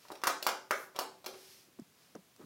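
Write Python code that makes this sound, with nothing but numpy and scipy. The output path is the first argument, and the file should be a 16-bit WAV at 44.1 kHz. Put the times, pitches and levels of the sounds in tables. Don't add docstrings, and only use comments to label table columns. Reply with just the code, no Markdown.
import sys
import numpy as np
from scipy import signal
from scipy.fft import rfft, irfft
from scipy.io import wavfile

SR = 44100
rng = np.random.default_rng(int(sys.argv[2]) if len(sys.argv) > 2 else 0)


def unload_wav(signal):
    wavfile.write(
        sys.argv[1],
        SR,
        np.round(np.clip(np.atleast_2d(signal).T, -1, 1) * 32767).astype(np.int16),
    )


N = 108045

# start in seconds, relative thud level in dB, thud pitch in Hz,
# relative clash level in dB, clash tilt in dB per octave.
KNOCKS = [(.051, -45, 890, -33, -8.5), (.083, -63, 900, -29, -0.5), (0.103, -16.5, 920, -51, -3),
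          (0.1172, -21.5, 640, -22, 1.5), (.153, -57, 900, -26.5, -2.5), (0.174, -50, 900, -36.5, 0),
          (0.216, -51, 1000, -27, -2), (0.2365, -4, 1296, -7, 1), (0.2702, -4, 1110, 0.5, 0.5),
          (0.2774, -2, 1040, -9.5, 6), (.4258, -17, 694, -8.5, 2), (.466, 0.5, 1100, -0.5, 1),
          (0.4887, -14, 930, -7, -3.5), (.7088, 0.5, 1364, -5, -1.5), (.947, -37, 870, -33, -8.5),
          (.956, -26, 880, -26.5, -6), (0.9613, -37, 794, -16.5, -3), (0.9889, -4.5, 925, -5, 2.5),
          (1.243, -34, 720, -23.5, -3), (1.2612, -26, 1100, -11, 1), (1.266, -16.5, 557, -50, -8),
          (1.337, -28.5, 395, -27.5, -4.5)]


def baseboard():
    # frequency in Hz, gain in dB.
    thud_spectrum = [(40, -30), (120, -19), (250, 1), (500, -1.5), (1000, -1.5), (1600, 2), (2500, 3.5),
                     (5000, -21.5), (16000, -20)]
    decay_cycles, rise_s = 0.53, 0.00037
    push_db, push_peak_s = -26, 0.0019
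    t = np.arange(4096) / SR
    thuds, pushes = np.zeros((2, N))
    for start, db, hz, _, _ in KNOCKS:
        envelope = np.exp(-t * hz / decay_cycles) * (1 - np.exp(-t / rise_s))
        add(thuds, start, amp(db) * unit(envelope * np.sin(2 * np.pi * hz * t)))
        push = np.gradient(swell(t, push_peak_s, sharp=4.9))
        add(pushes, start, amp(db + push_db) * unit(push))
    return colour(thuds, thud_spectrum), pushes


def rod():
    # frequency in Hz, relative level in dB.
    clash_spectrum = [(100, -20.5), (700, 3.5), (2000, -2.5), (3500, 0), (5400, 1.5), (6600, -2.5),
                      (8600, -6.5), (12000, -6.5), (16000, -5)]
    # frequency in Hz, relative level in dB, 60 dB decay time in seconds.
    rod_modes = [(2800, 4, 0.043), (3515, -7.5, 0.053), (4260, 1.5, 0.016), (4835, -6, 0.022),
                 (5560, 5, 0.024), (6200, 1, 0.047), (7630, -1.5, 0.031), (9500, 0, .012),
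                 (11900, 7, 0.0071), (15600, -8, 0.0078)]
    peak_s, grain_db = 0.0017, 2
    ring_db, vary_db, detune = -7.5, 0.5, 0.0275
    t = np.arange(4096) / SR
    clashes, pulses = np.zeros((2, N))
    for start, _, _, db, tilt_db in KNOCKS:
        contacts, sizes = rng.standard_normal((2, len(t)))
        force = contacts * amp(grain_db * sizes) * swell(t, peak_s, sharp=1.2)
        chatter = colour(force, clash_spectrum, tilt_db)
        modes = [(hz * (1 + detune * rng.normal()), mode_db + vary_db * rng.normal(), t60)
                 for hz, mode_db, t60 in rod_modes]
        ringing = through(chatter, ring(modes, size=len(t)))
        add(clashes, start, amp(db) * (unit(chatter) + amp(ring_db) * unit(ringing)))
        pulse = colour(signal.unit_impulse(len(t)), clash_spectrum, tilt_db)
        add(pulses, start + peak_s, amp(db) * unit(pulse))
    return clashes, amp(-1.5) * pulses + amp(-4.5) * clashes


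def echoes(x):
    # delay in seconds, gain as a ratio.
    reflections = [(.0021, 0.33), (.0052, 0.56), (0.0146, 0.12), (.0192, 0.19), (0.0264, 0.14)]
    out = np.zeros(N)
    for delay_s, gain in reflections:
        add(out, delay_s, gain * x)
    return out


def wall(x):
    # frequency in Hz, relative level in dB, 60 dB decay time in seconds.
    wall_modes = [(378, 9, 0.7), (388.5, 5, 0.47), (517, -9.5, 0.4), (550, -22, 0.78), (627, -3.5, 0.22),
                  (756, -13, 0.57), (865, 0.5, 0.62), (876, 2, 0.4), (1070, -12.5, 0.84), (1159, 7, 0.093),
                  (1254, 5, 0.13), (1319, 5.5, 0.093), (1390, -1.5, 0.17), (1499, -5.5, 0.21)]
    return through(x, amp(-26) * ring(wall_modes))


def reverberation(x, count=3):
    cycle_s = 0.72
    turn = np.arange(N) / SR / cycle_s - np.arange(count)[:, None] / count
    shares = np.maximum(np.cos(2 * np.pi * turn), 0)
    shares /= np.linalg.norm(shares, axis=0)
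    return amp(-1) * sum(through(x * share, tail()) for share in shares)


def tail():
    # frequency in Hz, 60 dB decay time in seconds.
    decay_times = [(100, 0.63), (400, 0.41), (1000, 0.38), (2800, 0.34), (7000, .38), (15000, 0.1937)]
    # frequency in Hz, gain in dB.
    tail_spectrum = [(40, -19.5), (150, -9.5), (400, 5), (1000, 0), (3000, 1), (6000, -2.5), (10000, -2),
                     (16000, -2.5)]
    build_s = 0.0068
    t = np.arange(SR) / SR
    hz, frame_s, bands = signal.stft(rng.standard_normal(SR), SR, nperseg=256)
    decay = np.exp(-np.log(1000) * frame_s / read(decay_times, hz)[:, None])
    wash = signal.istft(bands * decay, SR, nperseg=256)[1][:SR]
    return colour(unit(wash * (1 - np.exp(-t / build_s))), tail_spectrum)


def taps():
    # start in seconds, level in dB, first and final pitch in Hz,
    # rise time in seconds, scuffing level against the tone in dB.
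    soft_taps = [(1.7882, -55.5, 1120, 580, 0.0018, 4.5), (1.7927, -37, 392, 218, 0.0039, -19),
                 (1.817, -45, 217, 175, 0.0036, -27), (2.15, -51.5, 1950, 910, 0.0019, 3.5),
                 (2.1529, -46.5, 814, 392, 0.0069, -2), (2.1581, -40, 575, 164, 0.0029, -23),
                 (2.182, -52.5, 228, 186, .008, -15), (2.394, -54, 640, 372, 0.0097, -4.5),
                 (2.411, -63.5, 820, 306, 0.0068, 1.5), (2.425, -54, 480, 282, 0.0043, -15),
                 (2.437, -52, 190, 165, 0.0068, -34)]
    # frequency in Hz, relative level in dB.
    scuff_spectrum = [(30, -32), (170, 10), (400, 12), (900, 3.5), (1500, -10), (2400, -14), (3300, -27.5),
                      (16000, -33)]
    glide_s = 0.0037
    t = np.arange(4096) / SR
    tones, scuff_envelope = np.zeros((2, N))
    for start, db, first_hz, final_hz, rise_s, scuff_db in soft_taps:
        hz = final_hz + (first_hz - final_hz) * np.exp(-t / glide_s)
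        envelope = amp(db) * swell(t, rise_s, sharp=1.3)
        add(tones, start, envelope * np.sin(2 * np.pi * np.cumsum(hz) / SR))
        add(scuff_envelope, start, envelope * amp(scuff_db))
    return tones + scuff_envelope * noise(scuff_spectrum)


def ticks():
    # start in seconds, level in dB.
    clicks = [(1.7979, -50.5), (2.1512, -56), (2.154, -47), (2.25, -63), (2.3634, -50)]
    # frequency in Hz, relative level in dB.
    tick_spectrum = [(100, -22), (1500, -0.5), (3500, -4), (5800, 5.5), (9000, -10), (16000, -8)]
    decay_s = 0.00074
    t, envelope = np.arange(SR // 50) / SR, np.zeros(N)
    for start, db in clicks:
        add(envelope, start, amp(db) * np.exp(-t / decay_s))
    return envelope * noise(tick_spectrum)


def fur():
    # start and length in seconds, level before fading in dB, tilt in dB per octave.
    brushes = [(-.06, 0.21, -58.5, -1.5), (0.684, 0.23, -51.5, 7.5), (1.245, 0.46, -58.5, 0.5),
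               (1.902, 0.28, -65.5, -2.5)]
    # frequency in Hz, relative level in dB.
    fur_spectrum = [(100, -43), (400, -5), (900, -7), (2500, -2.5), (4000, -1.5), (5300, 2), (7500, -6.5),
                    (12000, -5.5), (16000, -13)]
    fade_s = 0.17
    t, out = np.arange(N) / SR, np.zeros(N)
    for start, length, db, tilt_db in brushes:
        hiss = unit(colour(rng.standard_normal(N), fur_spectrum, tilt_db)) * np.sqrt(N)
        fade = np.clip(np.minimum(t - start, start + length - t) / fade_s, 0, 1)
        out += amp(db) * fade * hiss
    return out


def paws():
    # start in seconds, level in dB, rise time in seconds.
    shuffles = [(0.104, -51, 0.011), (1.656, -69, 0.02), (2.381, -56.5, 0.038)]
    # frequency in Hz, relative level in dB.
    rub_spectrum = [(30, -23), (120, -11.5), (350, 6), (700, -14.5), (1300, -8.5), (2500, -23),
                    (16000, -32)]
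    t, envelope = np.arange(SR // 4) / SR, np.zeros(N)
    for start, db, rise_s in shuffles:
        add(envelope, start, amp(db) * swell(t, rise_s, sharp=1.3))
    return envelope * noise(rub_spectrum)


def background():
    # frequency in Hz, relative spectral density in dB.
    hush_spectrum = [(20, -27), (50, -32), (80, -12), (150, -4), (270, -7.5), (750, -13.5), (1560, -15.5),
                     (3000, -16), (6400, -18), (7700, -20.5), (16000, -21.5)]
    return amp(-66.5) * noise(hush_spectrum)


def amp(db):
    return 10 ** (np.asarray(db) / 20)


def read(points, hz):
    f, value = np.transpose(points)
    return np.interp(np.log(hz + 1), np.log(f + 1), value)


def unit(x):
    return x / np.sqrt(np.sum(x ** 2) + 1e-20)


def add(mix, start_s, sound):
    part = mix[max(round(start_s * SR), 0):][:len(sound)]
    part += sound[:len(part)]


def through(x, response):
    return signal.fftconvolve(x, response)[:len(x)]


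def colour(x, points, tilt_db=0, size=2048):
    hz = abs(np.fft.fftfreq(size, 1 / SR))
    octaves = np.log2(np.maximum(hz, 1000) / 5000)
    log_gain = np.log(amp(read(points, hz) + tilt_db * octaves))
    spectrum = np.exp(np.conj(signal.hilbert(log_gain)))
    return through(x, np.fft.ifft(spectrum).real)


def noise(points):
    gain = amp(read(points, np.fft.rfftfreq(N, 1 / SR)))
    return unit(irfft(rfft(rng.standard_normal(N)) * gain, N)) * np.sqrt(N)


def ring(modes, size=32768):
    t = np.arange(size) / SR
    return sum(amp(db) * unit(np.sin(2 * np.pi * hz * t) * np.exp(-np.log(1000) * t / t60))
               for hz, db, t60 in modes)


def swell(t, peak_s, sharp):
    return (t / peak_s * np.exp(1 - t / peak_s)) ** sharp


def scene():
    thuds, pushes = baseboard()
    clashes, radiated_clashes = rod()
    close_taps = taps()
    knocks = thuds + pushes + clashes
    into_room = thuds + radiated_clashes + amp(-28.5) * close_taps
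    room = echoes(knocks) + wall(into_room) + reverberation(into_room)
    return (amp(-4) * (knocks + room) + close_taps + ticks() + fur() + paws() + background())[None]


def record(dry):
    edge_hz = 15950
    lowpass = signal.firwin(401, edge_hz, window=("kaiser", 8), fs=SR)
    return signal.oaconvolve(dry, lowpass[None], "same")


dry = scene()
out = record(dry)
unload_wav(out)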